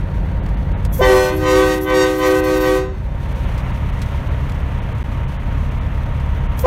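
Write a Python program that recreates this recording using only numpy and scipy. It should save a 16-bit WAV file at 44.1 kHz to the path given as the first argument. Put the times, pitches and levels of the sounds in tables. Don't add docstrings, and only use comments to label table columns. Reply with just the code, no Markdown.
import sys
import numpy as np
from scipy import signal
from scipy.fft import rfft, irfft, next_fast_len
from scipy.io import wavfile

SR = 44100
rng = np.random.default_rng(int(sys.argv[2]) if len(sys.argv) > 2 else 0)


def master_out(mix):
    frames = np.transpose(np.atleast_2d(mix))
    ceiling = np.clip(frames, -1, 1)
    pcm = np.round(ceiling * 32767).astype(np.int16)
    wavfile.write(sys.argv[1], SR, pcm)


def natural_amplitude(level_db):
    exponent = np.asarray(level_db, float) / 20
    return 10 ** exponent


N = 293706


def rms_one(x):
    return x / np.sqrt(np.mean(x ** 2) + 1e-20)


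def in_time(rows):
    s, value = np.transpose(rows)
    return np.interp(np.arange(N) / SR, s, value)


def power_sum(*levels_db):
    return 10 * np.log10(sum(10 ** (np.asarray(db) / 10) for db in levels_db) + 1e-14)


def later(x, lag_s):
    r = np.exp(-1 / (max(lag_s, 1e-4) * SR))
    return signal.lfilter([1 - r], [1, -r], x)


def drift(rate_hz):
    r = np.exp(-80 * np.pi * rate_hz / SR)
    slow = signal.lfilter([1], [1, -2 * r, r * r], rng.standard_normal(N // 40 + 2002))[2000:]
    return np.interp(np.arange(N) / 40, np.arange(len(slow)), rms_one(slow))


def coloured(x, spectrum):
    hz, level_db = np.transpose(spectrum)
    size = next_fast_len(N)
    f = np.maximum(np.arange(size // 2 + 1) * SR / size, 1)
    db = np.interp(np.log(f), np.log(hz), level_db)
    db = db - 30 * np.log2(np.maximum(hz[0] / f, 1))
    db = db - 30 * np.log2(np.maximum(f / hz[-1], 1))
    return rms_one(irfft(rfft(x, size) * natural_amplitude(db), size)[:N])


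def narrow_noise(hz, width_hz):
    r = np.exp(-np.pi * width_hz / SR)
    a = [1, -2 * r * np.cos(2 * np.pi * hz / SR), r * r]
    once = signal.lfilter([1, 0, -1], a, rng.standard_normal(N))
    return rms_one(signal.lfilter([1], a, once))


def seen_from(boom_db, facing, door_db, dash_db, window_db):
    return boom_db + door_db + facing * (dash_db - door_db) + 4 * facing * (1 - facing) * window_db


# (frequency [Hz], level [dB], t60 [s])
INJECTOR_MODES = [
    (4500, 0, .012),
    (6100, -4, .008),
    (12100, -15, .005),
    (13900, -14, .005),
]


def injectors(turns, strength):
    clicks = np.diff(np.floor(turns), prepend=0) * strength ** 2 + 1e-18
    out = 0
    for hz, db, t60_s in INJECTOR_MODES:
        r, w = natural_amplitude(-60 / (t60_s * SR)), 2 * np.pi * hz / SR
        out = out + natural_amplitude(db) * signal.lfilter([0, np.sin(w)], [1, -2 * r * np.cos(w), r * r], clicks)
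    return rms_one(out)


# (time [s], level [dB])
DUCKING = [(0, -18), (.12, -18), (1.02, -17.5), (1.24, -24.5), (1.37, -20), (1.74, -25.5), (2.1, -27),
           (2.91, -24), (3.24, -20.5), (3.5, -18), (3.7, -18), (5.42, -19), (5.57, -18), (5.7, -19),
           (6.5, -18), (6.66, -18.5)]
# (time [s], facing [0 door - 1 windscreen])
FACING = [
    (0, 0.083),
    (3.05, 0.1),
    (3.6, 0.76),
    (6.66, 0.9),
]
# (order [sixths of firing rate], level at door [dB], level at windscreen [dB])
ENGINE_LINES = [(6, -8, 0), (8, 0.5, -17), (9, 1.5, -7.5), (10, -15, -10), (12, -4, 4), (15, 0.5, -26),
                (16, -45, -30), (18, -8, -3), (20, -43, -20), (21.7, -32, -17), (22.18, -15.5, -3),
                (24.06, -3.5, -8.5), (29.75, -7, -14), (32.74, -14.5, -14.5), (35.36, -17, -21)]
# (frequency [Hz], density [dB per Hz])
BOOM = [(12, -52), (20, -5), (54, 2), (82, -1), (130, -6), (231, -19), (300, -19.5), (390, -54),
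        (660, -120)]
# (frequency [Hz], density [dB per Hz])
DOOR_BODY = [(120, -47), (200, -6.5), (480, -12), (527, -8), (749, -16.5), (823, -14.5), (1200, -20.5),
             (1950, -22), (2480, -29.5), (4610, -43), (5000, -71), (6500, -85), (11000, -120)]
# (frequency [Hz], density [dB per Hz])
DASH_BODY = [(120, -66), (200, -7.5), (276, -6.5), (308, -15.5), (557, -10), (790, -14.5), (904, -12.5),
             (980, -11.5), (1340, -15), (1510, -18.5), (1950, -17.5), (3250, -27), (5000, -51), (6500, -44),
             (11000, -120)]
# (frequency [Hz], density [dB per Hz])
CLATTER = [(2060, -2), (3500, -3), (5090, -13.5), (5980, -10.5), (7480, -17.5), (9600, -15), (10400, -21.5),
           (12400, -16.5), (15500, -22)]
FIRING_HZ = 34.98


def engine():
    boom_db, facing = in_time(DUCKING), in_time(FACING)
    body_db = seen_from(boom_db, facing, door_db=-16.5, dash_db=-16, window_db=2.5)
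    clatter_db = seen_from(boom_db, facing, door_db=-39, dash_db=-37.5, window_db=10)
    injector_db = seen_from(boom_db, facing, door_db=-44, dash_db=-50, window_db=-19)
    turns = FIRING_HZ * np.arange(N) / SR
    lines = 0
    for sixths, door_db, dash_db in ENGINE_LINES:
        db = door_db + facing * (dash_db - door_db) + 1.2 * drift(2.5)
        order = round(sixths * 3) / 18
        lines = lines + natural_amplitude(db) * np.sin(2 * np.pi * order * turns + rng.uniform(0, 2 * np.pi))
    boom = natural_amplitude(-1.5) * rms_one(lines) + natural_amplitude(-4.5) * coloured(rng.standard_normal(N), BOOM)

    firing_db = 1.6 * rng.standard_normal(int(turns[-1]) + 1)
    strength = natural_amplitude(firing_db)[turns.astype(int)]
    knock = strength * np.exp(-(turns % 1) / 0.35)
    throb = (1 + 0.29 * knock) * rng.standard_normal(N)
    body = (1 - facing) * coloured(throb, DOOR_BODY) + facing * coloured(throb, DASH_BODY)
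    whine_hz, wobble_hz, whine_db = 932, 9, -12
    whine = np.sqrt(2) * np.sin(2 * np.pi * whine_hz * np.arange(N) / SR + .4 * drift(wobble_hz))
    body = body + natural_amplitude(whine_db + 1.4 * drift(3.8)) * whine
    clatter = coloured((1 + 0.41 * knock) * rng.standard_normal(N), CLATTER)

    out = natural_amplitude(boom_db) * boom + natural_amplitude(body_db + .6 * drift(8)) * body
    out = out + natural_amplitude(clatter_db + 1.7 * drift(20)) * clatter
    return out + natural_amplitude(injector_db) * injectors(turns, strength)


# (time [s], peak level [dB], centre [Hz], decay [s])
TICKS = [(0.462, -27, 2050, 0.006), (0.4894, -30, 2030, 0.006), (0.85, -17.5, 2490, 0.007),
         (3.3124, -37, 2420, 0.006), (3.5794, -24, 2000, 0.0095), (3.9914, -31, 2710, 0.0065),
         (4.0172, -15.5, 2190, 0.0083), (4.0604, -30, 2470, 0.006), (4.496, -26, 2410, 0.0072),
         (4.5194, -24.5, 2170, 0.0054), (4.9825, -32, 3040, 0.006), (6.1984, -33, 2200, 0.019),
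         (6.5925, -19, 9400, 0.0045)]


def ticks():
    out, t = np.zeros(N), np.arange(2400) / SR
    for s, db, hz, decay_s in TICKS:
        burst = rng.standard_normal(len(t)) * np.exp(-t / decay_s)
        band = signal.butter(1, [hz / 4, min(hz * 1.6, 18000)], "band", fs=SR, output="sos")
        at = round(s * SR)
        out[at:at + len(t)] += natural_amplitude(db - 5.5) * signal.sosfilt(band, burst)
    return out


# (start [s], end [s], valve spit [dB], spit spread [s])
BLASTS = [
    (0.986, 2.8, -33, 0.046),
    (6.631, 6.9, -41, 0.028),
]
# (start [s], rise [s], eased at [s], time to lose 20 dB [s], pressure [dB])
TUGS = [
    (0.985, 0.071, 1.158, 0.3, 0),
    (1.372, 0.15, 1.72, .115, -2),
    (1.836, 0.096, 2.07, 0.25, -3),
    (2.17, 0.089, 2.317, 0.24, -3.5),
    (2.399, 0.091, 2.484, 0.57, -6),
    (2.59, .09, 2.734, 0.12, -5.5),
    (6.631, 0.041, 6.6, 0.5, 0.5),
]
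SURGE_S = .04


def cord(hang_s=0):
    t = np.arange(N) / SR
    rise_from_db, sag_db_per_s, let_go_db_per_s = -20, 24, 260
    tugs_db = []
    for s, rise, ease, fall, db in TUGS:
        tug_db = db + rise_from_db * np.clip(1 - (t - s) / rise, 0, 1) ** 2
        tug_db = tug_db - sag_db_per_s * np.maximum(t - s - rise, 0)
        tug_db = tug_db - 20 * np.clip((t - ease) / fall, 0, 3) ** 2
        tugs_db.append(np.where(t < s, -140, tug_db))
    pressure_db = power_sum(*tugs_db)
    gates_db = [np.where(t < s, -140, -let_go_db_per_s * np.maximum(t - end - hang_s, 0))
                for s, end, *_ in BLASTS]
    on_db = power_sum(*gates_db)
    age = np.min([np.where(t < s, 99, t - s) for s, *_ in BLASTS], axis=0)
    surge = np.maximum(natural_amplitude(pressure_db) - later(natural_amplitude(pressure_db), SURGE_S), 0)
    return pressure_db, surge, on_db, age


# (frequency [Hz], density [dB per Hz])
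VALVE = [(1760, -54), (3000, -35), (3330, -2), (3840, -49), (4140, -17), (5200, -18), (5840, -9),
         (8120, -12), (10500, -11), (11500, -6.5), (15500, -9)]
# (frequency [Hz], width [Hz], level [dB])
WHISTLES = [
    (11320, 130, -12.5),
    (12500, 300, -13),
    (13940, 180, -6),
]
# (frequency [Hz], density [dB per Hz])
RUSH = [(250, -5.5), (600, -18), (1200, -12.5), (2500, 2.5), (5000, -7), (8000, -6.5), (12000, -10.5)]


def air():
    pressure_db, surge, on_db, _ = cord(hang_s=-0.028)
    t = np.arange(N) / SR
    valve_lead_s, ajar_db, ajar_s = 0.024, -42, 0.082
    crack_db = [db - 10 * np.minimum(((t - s + valve_lead_s) / spread) ** 2, 20)
                for s, _, db, spread in BLASTS]
    crack_db += [ajar_db - 10 * np.minimum(((t - row[0]) / ajar_s) ** 2, 20) for row in TUGS[1:-1]]
    slow_db = 20 * np.log10(later(natural_amplitude(pressure_db), 0.045) + 1e-7)
    valve_db = power_sum(*crack_db, -37 + 0.86 * slow_db + on_db)
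    rush_db = -27.5 + 1.62 * slow_db + .6 * on_db

    hiss = coloured(rng.standard_normal(N), VALVE)
    half_open_db = np.clip(valve_db - rush_db, -15, 5)
    for hz, width_hz, db in WHISTLES:
        hiss = hiss + natural_amplitude(db + .7 * half_open_db + 4.5 * drift(9)) * narrow_noise(hz, width_hz)
    rush = coloured(rng.standard_normal(N), RUSH)
    roar = (natural_amplitude(-37) * surge + natural_amplitude(-72 + pressure_db)) * narrow_noise(570, width_hz=76)
    return natural_amplitude(valve_db - 1.5 + 2.5 * drift(15)) * hiss + natural_amplitude(rush_db + 0.5) * rush + roar


BEAT_HZ, BEAT_NULL_S, BEAT_FADE_S = 6.46, 0.036, 2.7
LINGERS_BELOW_DB = -14


def blown(voice, edge, bark, hang_s, droop_db_per_s, cold=(.1, 0, 0, 0), beat_depth=0):
    pressure_db, surge, on_db, age = cord(hang_s)
    hz, full_db, follows, lag_s, linger_db = voice
    over_db, over_follows, sharp_hz, stumble_db = edge
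    bark_s, bark_spread_s, bark_db, silent_s = bark
    cold_s, flat_hz, cold_base_db, cold_over_db = cold
    t = np.arange(N) / SR
    crests = np.array([0] + [s + rise for s, rise, *_ in TUGS])
    crest = crests[np.searchsorted([row[0] for row in TUGS], t)]
    tired_db = droop_db_per_s * later(np.clip(t - crest - .06, 0, .3) * (age < 9), .02)
    flat = np.clip((cold_s - age) / 0.022, 0, 1)

    slow_db = 20 * np.log10(later(natural_amplitude(pressure_db), lag_s) + 1e-7)
    driven_db = full_db + follows * slow_db - tired_db + .4 * on_db
    ringing_db = linger_db + on_db + np.minimum(1.5 * (LINGERS_BELOW_DB - pressure_db), 0)
    base_db = power_sum(driven_db, ringing_db)
    base_db = base_db + stumble_db * 4 * later(np.minimum(surge, .33), .012) + cold_base_db * flat
    base_db = power_sum(base_db, bark_db - 10 * np.minimum(((age - bark_s) / bark_spread_s) ** 2, 20))

    beat_turn = 2j * np.pi * BEAT_HZ * (t - crest - BEAT_NULL_S)
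    beat = 1 - beat_depth * np.exp(beat_turn - age / BEAT_FADE_S)
    marker_db = over_db + over_follows * pressure_db
    marker_db = marker_db + 20 * np.log10(np.abs(beat) + 0.02) + cold_over_db * flat
    gate = np.clip((age - silent_s) / .012, 0, 1) * (age < 9)
    return hz + sharp_hz * surge - flat_hz * flat, base_db, np.maximum(marker_db, base_db - 26), gate


def trumpet(controls, tones, order, fall_db, sag_db=0):
    hz, base_db, marker_db, gate = controls
    phase = 2 * np.pi * np.cumsum(hz * (1 + .0008 * drift(34.3))) / SR
    k_known, db_known = np.transpose(tones)
    db_known = db_known - db_known[0]
    lift_db = marker_db - base_db - np.interp(order, k_known, db_known)
    pulled_flat = np.clip((np.median(hz[gate > 0]) - hz) / 8, 0, 1)
    out, flutters = 0, [drift(6) for _ in range(3)]
    for k in range(1, int(9000 / hz.max())):
        db = np.interp(k, k_known, db_known) - fall_db * max(np.log2(k / k_known[-1]), 0)
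        reach = np.log(k) / np.log(order)
        reach = np.where(lift_db > 0, min(reach, 1.2), min(reach, 2.2))
        wander_db = 1.3 * np.log2(k) * flutters[k % 3]
        honk = 1 if k in (2, 3) else 0.17 * (k > order)
        db = db + sag_db * honk * pulled_flat
        tone = np.sin(k * phase + rng.uniform(0, 2 * np.pi))
        out = out + natural_amplitude(base_db + db + reach * lift_db + wander_db) * tone
    breath = rms_one(signal.lfilter([1], [1, -.975], rng.standard_normal(N)))
    return np.sqrt(2) * gate * out * (1 + .1 * breath)


# (multiple, level [dB])
LOW_TONES = [(1, 12), (2, -3), (3, -7.5), (4, -6.5), (5, -12), (6, -13), (7, -20.5), (8, -19.5), (9, -24.5),
             (10, -23.5), (11, -29.5), (12, -22.5), (13, -25), (14, -23.5), (15, -25.5), (16, -30),
             (17, -31), (18, -25.5), (19, -24.5), (20, -27.5), (21, -31), (22, -27), (23, -39), (24, -35)]
# (multiple, level [dB])
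MID_TONES = [(1, 11), (2, -5), (3, -8.5), (4, -14.5), (5, -15.5), (6, -21.5), (7, -23.5), (8, -28),
             (9, -27), (10, -37.5), (11, -40), (12, -43), (13, -60), (14, -37.5)]
# (multiple, level [dB])
HIGH_TONES = [(1, -4), (2, -4.5), (3, -13), (4, -12), (5, -24), (6, -18), (7, -22), (8, -56), (9, -37),
              (10, -42), (11, -30.5)]


def horn():
    # lasts [s], flat by [Hz], fundamental [dB], overtone [dB]
    low = blown(voice=(310.3, -18.5, .4, .04, -28), edge=(-25, 1.1, -3, -1.5),
                bark=(.09, .025, -26, .015), hang_s=-.07, droop_db_per_s=18, cold=(0.34, 9, -14.5, -4))
    mid = blown(voice=(380.3, -8.5, 1.3, .03, -21), edge=(-21, 1.3, 14, -7),
                bark=(.034, .016, -11, .018), hang_s=0.038, droop_db_per_s=32)
    high = blown(voice=(508.5, -10, 1.15, .015, -36), edge=(-22, .95, 6, -1.5),
                 bark=(.02, .017, -12, .001), hang_s=0.014, droop_db_per_s=27, beat_depth=0.92)
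    x = natural_amplitude(-0.8) * trumpet(low, LOW_TONES, order=4, fall_db=15, sag_db=10)
    x = x + natural_amplitude(-1.3) * trumpet(mid, MID_TONES, order=3, fall_db=47)
    x = x + natural_amplitude(-0.33) * trumpet(high, HIGH_TONES, order=2, fall_db=33)
    dull = signal.lfilter([.3], [1, -.7], x)
    for lag_s, db in [(.023, -11.5), (.047, -23.5), (.083, -10), (.13, -38)]:
        lag = int(lag_s * SR)
        x = x + natural_amplitude(db) * np.pad(dull, (lag, 0))[:N]
    return x


# (time [s], peak level [dB], frequency [Hz])
SLAPS = [
    (1.011, -5.5, 597),
    (6.6585, -6.5, 704),
]


def slaps():
    out, t = 0, np.arange(N) / SR
    for s, db, hz in SLAPS:
        swing = np.cos(2 * np.pi * hz * (t - s)) * np.exp(-((t - s) * hz / 1.3) ** 2)
        out = out - natural_amplitude(db) * swing
    return out


def squeal():
    start_s, end_s, hz, db = 6.3, 6.46, 15000, -70
    t = np.arange(N) / SR
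    fade = np.clip(np.minimum(t - start_s, end_s - t) / .02, 0, 1)
    return natural_amplitude(db) * fade * narrow_noise(hz, width_hz=60)


def scene():
    return (engine() + ticks() + air() + horn() + slaps() + squeal())[None]


def roll_off(x):
    return signal.sosfilt(signal.butter(12, 15930, fs=SR, output="sos"), x)


# (centre [s], length [s], depth [dB])
STARVED = [(0.416, 0.02, -14), (0.56, .014, -11), (0.75, 0.028, -21), (0.901, 0.031, -16),
           (1.334, 0.048, -7), (1.464, 0.027, -5), (1.543, 0.011, -3), (1.799, 0.015, -10),
           (1.874, 0.033, -7.5), (1.925, 0.025, -5.5), (2.057, 0.0082, -4), (2.293, 0.017, -4),
           (2.336, 0.01, -4), (2.42, 0.023, -10), (2.594, 0.015, -7), (2.885, 0.016, -3),
           (3.342, .014, -8.5), (3.462, 0.013, -6.5), (3.62, 0.01, 1), (3.723, 0.01, -9.5),
           (3.915, .014, -9), (4.297, 0.019, -8), (4.81, 0.013, -15), (4.94, 0.011, -14),
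           (5.265, .018, -11), (5.384, 0.016, -13), (5.703, 0.01, -10), (5.8, 0.012, -16),
           (6.049, 0.012, -6), (6.482, 0.015, -8)]


def record(dry):
    t = np.arange(N) / SR
    x = 1.178 * np.tanh(dry / 1.14)
    lost_db = sum(db * np.clip(2 * (1 - np.abs(t - s) / (0.93 * length)), 0, 1)
                  for s, length, db in STARVED)
    low = signal.sosfiltfilt(signal.butter(8, 4000, fs=SR, output="sos"), x)
    x = low + natural_amplitude(lost_db) * (x - low)
    gap_s = 5.035
    x = x * np.clip((np.abs(t - gap_s) - .0045) / .0015, .02, 1)
    x = signal.sosfilt(signal.ellip(10, .3, 70, 15750, fs=SR, output="sos"), x)
    return roll_off(x)


dry = scene()
out = record(dry)
master_out(out)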